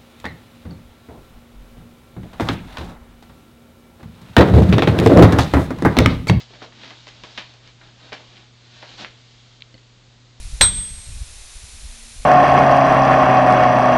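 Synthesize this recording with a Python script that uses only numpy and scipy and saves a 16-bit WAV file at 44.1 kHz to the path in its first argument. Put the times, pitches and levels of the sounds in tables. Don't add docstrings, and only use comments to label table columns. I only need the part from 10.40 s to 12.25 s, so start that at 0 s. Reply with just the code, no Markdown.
import sys
import numpy as np
from scipy import signal
from scipy.fft import rfft, irfft
from scipy.io import wavfile

SR = 44100
rng = np.random.default_rng(int(sys.argv[2]) if len(sys.argv) > 2 else 0)


def wav_record(signal):
    frames = np.transpose(np.atleast_2d(signal))
    bounded = np.clip(frames, -1, 1)
    quanta = np.round(bounded * 32767).astype(np.int16)
    wavfile.write(sys.argv[1], SR, quanta)


N = 81585
TIME = np.arange(N) / SR
BLOW_S = 0.2103


def from_db(db):
    return 10 ** (np.asarray(db) / 20)


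def unit_rms(x):
    return x / np.sqrt(np.mean(x ** 2) + 1e-20)


def filtered_noise(gain):
    hz = np.maximum(np.fft.rfftfreq(2 * N, 1 / SR), 1)
    white_spectrum = rfft(rng.standard_normal(2 * N))
    return unit_rms(irfft(white_spectrum * gain(hz))[:N])


def coloured_noise(spectrum):
    points_hz, db = np.transpose(spectrum)
    return filtered_noise(lambda hz: from_db(np.interp(np.log(hz), np.log(points_hz), db)))


def resonant_noise(centre, half_width):
    return filtered_noise(lambda hz: 1 / (1 + ((hz - centre) / half_width) ** 2))


def low_pass(x, hz, order):
    return signal.sosfilt(signal.butter(order, hz, fs=SR, output="sos"), x)


def burst(start, rise, t60, hold=0):
    age = np.maximum(TIME - start, 0)
    return (1 - np.exp(-age / rise)) * from_db(-60 * np.maximum(age - hold, 0) / t60)


def free_vibration(modes, start, rise):
    return sum(from_db(db) * burst(start, rise, t60) * np.sin(2 * np.pi * hz * (TIME - start))
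               for hz, db, t60 in modes)


# (frequency [Hz], relative spectral level [dB])
HISS_SPECTRUM = [(120, -16), (230, -6), (310, -9.5), (450, -6.5), (650, -6), (1000, -6.5), (1500, -6),
                 (2000, -4), (2500, -0.5), (2900, -4), (3600, -0.5), (4200, -0.5), (4650, -2.5), (5900, -1),
                 (7100, -3.5), (8200, -4), (9400, 0.5), (10500, -2.5), (11400, -7), (14000, -17)]
# (frequency [Hz], half-width [Hz], level [dB])
WHISTLE_BANDS = [(4090, 380, -58.5), (6180, 94, -60.5), (7120, 130, -56), (10040, 130, -62)]
def machinery():
    hiss = from_db(-43.5) * unit_rms(low_pass(coloured_noise(HISS_SPECTRUM), hz=11380, order=20))
    whistles = sum(from_db(db) * resonant_noise(hz, half_width) for hz, half_width, db in WHISTLE_BANDS)
    hum_fade_in = np.clip((TIME - 1.15) / 0.256, 0, 1)
    hum = from_db(-59.5) * resonant_noise(centre=232.7, half_width=5.8) * hum_fade_in
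    return hiss + whistles + hum


# (time [s], level [dB])
BREEZE_LEVELS = [(0, -31), (.2, -34), (.45, -42.5), (.62, -41.5), (.9, -38), (1.1, -45), (1.3, -46),
                 (1.5, -41), (1.62, -45.5), (1.85, -39)]
# (frequency [Hz], relative spectral level [dB])
BREEZE_SPECTRUM = [(15, 0), (32, 7), (60, -2.5), (110, -13.5), (170, -25.5), (300, -36.5), (700, -66.5)]
# (time [s], half-duration [s], peak level [dB])
GUST_PULSES = [(.008, 0.0083, -31.5), (0.055, 0.029, -35), (0.139, 0.03, -31.5), (0.375, .03, -27.5),
               (0.514, 0.024, -31), (0.589, 0.013, -32), (0.7, 0.032, -28.5), (0.766, 0.019, -28),
               (0.822, 0.017, -26), (1.166, 0.013, -34), (1.239, 0.016, -33), (1.346, 0.02, -33.5),
               (1.451, 0.018, -28.5), (1.758, .012, -30), (1.798, 0.016, -38)]
# (frequency [Hz], relative spectral level [dB])
GUST_SPECTRUM = [(15, -6.5), (35, 6), (65, -1.5), (110, -9), (170, -23.5), (300, -37), (700, -62)]
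def wind():
    breeze = from_db(np.interp(TIME, *np.transpose(BREEZE_LEVELS)))
    gusts = sum(from_db(db) * np.exp(-((TIME - peak_s) / half_s) ** 2)
                for peak_s, half_s, db in GUST_PULSES)
    return breeze * coloured_noise(BREEZE_SPECTRUM) + gusts * coloured_noise(GUST_SPECTRUM)


# (frequency [Hz], level [dB], decay time T60 [s])
SLAB_MODES = [(43.2, -18.5, 0.43), (76.8, -11.5, 0.22), (109, -26, 0.55), (145, -38, 0.81),
              (204.5, -33.5, 1)]
def slab():
    start = BLOW_S - 0.00304
    dull_noise = unit_rms(low_pass(rng.standard_normal(N), hz=1060, order=3))
    thud = from_db(-12.5) * dull_noise * burst(start, rise=0.0056, t60=0.099)
    boom = free_vibration(SLAB_MODES, start, rise=0.0052)
    return thud + boom


# (frequency [Hz], relative spectral level [dB])
CRACK_SPECTRUM = [(150, -24.5), (500, -5), (1300, -4.5), (2200, -0.5), (2900, -4.5), (3800, 2),
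                  (4900, -14.5), (5800, -10), (9000, -19), (15000, -36)]
# (frequency [Hz], level [dB], decay time T60 [s])
STEEL_MODES = [(964, -29, 0.14), (1367, -30.5, 0.11), (1545, -28, 0.13), (3230, -25, 0.24),
               (3390, -27, 0.33), (3434, -27, 0.34), (3506, -36.5, 0.3), (3650, -29, 0.18),
               (3630, -24, 0.31), (3870, -26, 0.3), (3800, -26, 0.41), (3942, -25, 0.22),
               (4237, -14, 0.089), (5771, -21, 0.16), (7500, -17.5, 0.15), (8265, -10, 0.4),
               (8269, -13, 0.93)]
def steel():
    contact = burst(BLOW_S, rise=0.00013, t60=0.042, hold=0.0019)
    crack = from_db(-2.5) * coloured_noise(CRACK_SPECTRUM) * contact
    ring = free_vibration(STEEL_MODES, BLOW_S, rise=0.0026)
    echo_response = rng.standard_normal(N) * burst(0, rise=0.0066, t60=0.5)
    echo_response /= np.linalg.norm(echo_response)
    echoes = from_db(-12) * signal.fftconvolve(ring, echo_response)[:N]
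    return crack + ring + echoes


# (frequency [Hz], relative spectral level [dB])
RUBBLE_SPECTRUM = [(100, -11), (260, -12.5), (450, -6.5), (750, -2.5), (1000, -2), (1350, 3.5),
                   (1700, -0.5), (2450, -1.5), (2850, -15.5), (3300, 3), (4000, 8), (4800, -10), (5700, -4),
                   (6600, -14.5), (9000, -7), (11500, -35), (15000, -54)]
# (frequency [Hz], relative spectral level [dB])
ROCK_SPECTRUM = [(100, 10), (400, -9.5), (1200, -10), (2250, -5), (2800, -13), (3350, 3), (3900, -6.5),
                 (4600, -11), (6500, -27), (9500, -36), (13000, -48)]
def quarry_reflections():
    rubble = from_db(-7.5) * coloured_noise(RUBBLE_SPECTRUM) * burst(BLOW_S, rise=0.004, t60=0.17)
    faces = from_db(-23.5) * coloured_noise(ROCK_SPECTRUM) * burst(BLOW_S, rise=0.064, t60=0.71)
    echo_s = BLOW_S + 0.156
    echo = from_db(-36) * coloured_noise(ROCK_SPECTRUM) * burst(echo_s, rise=0.0035, t60=0.29)
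    return rubble + faces + echo


def scene():
    return (machinery() + wind() + slab() + steel() + quarry_reflections())[None]


def record(dry):
    ceiling, hardness = 0.77, 6.1
    shelf_hz, shelf_gain, cutoff_hz = 12300, from_db(-10.5), 15600
    clipped = dry / (1 + np.abs(dry / ceiling) ** hardness) ** (1 / hardness)
    shelf_kernel = signal.firwin(31, shelf_hz, fs=SR)
    below_shelf = signal.fftconvolve(clipped, shelf_kernel[None], "same")
    dulled = shelf_gain * clipped + (1 - shelf_gain) * below_shelf
    return signal.sosfilt(signal.ellip(10, .1, 80, cutoff_hz, fs=SR, output="sos"), dulled)


dry = scene()
out = record(dry)
wav_record(out)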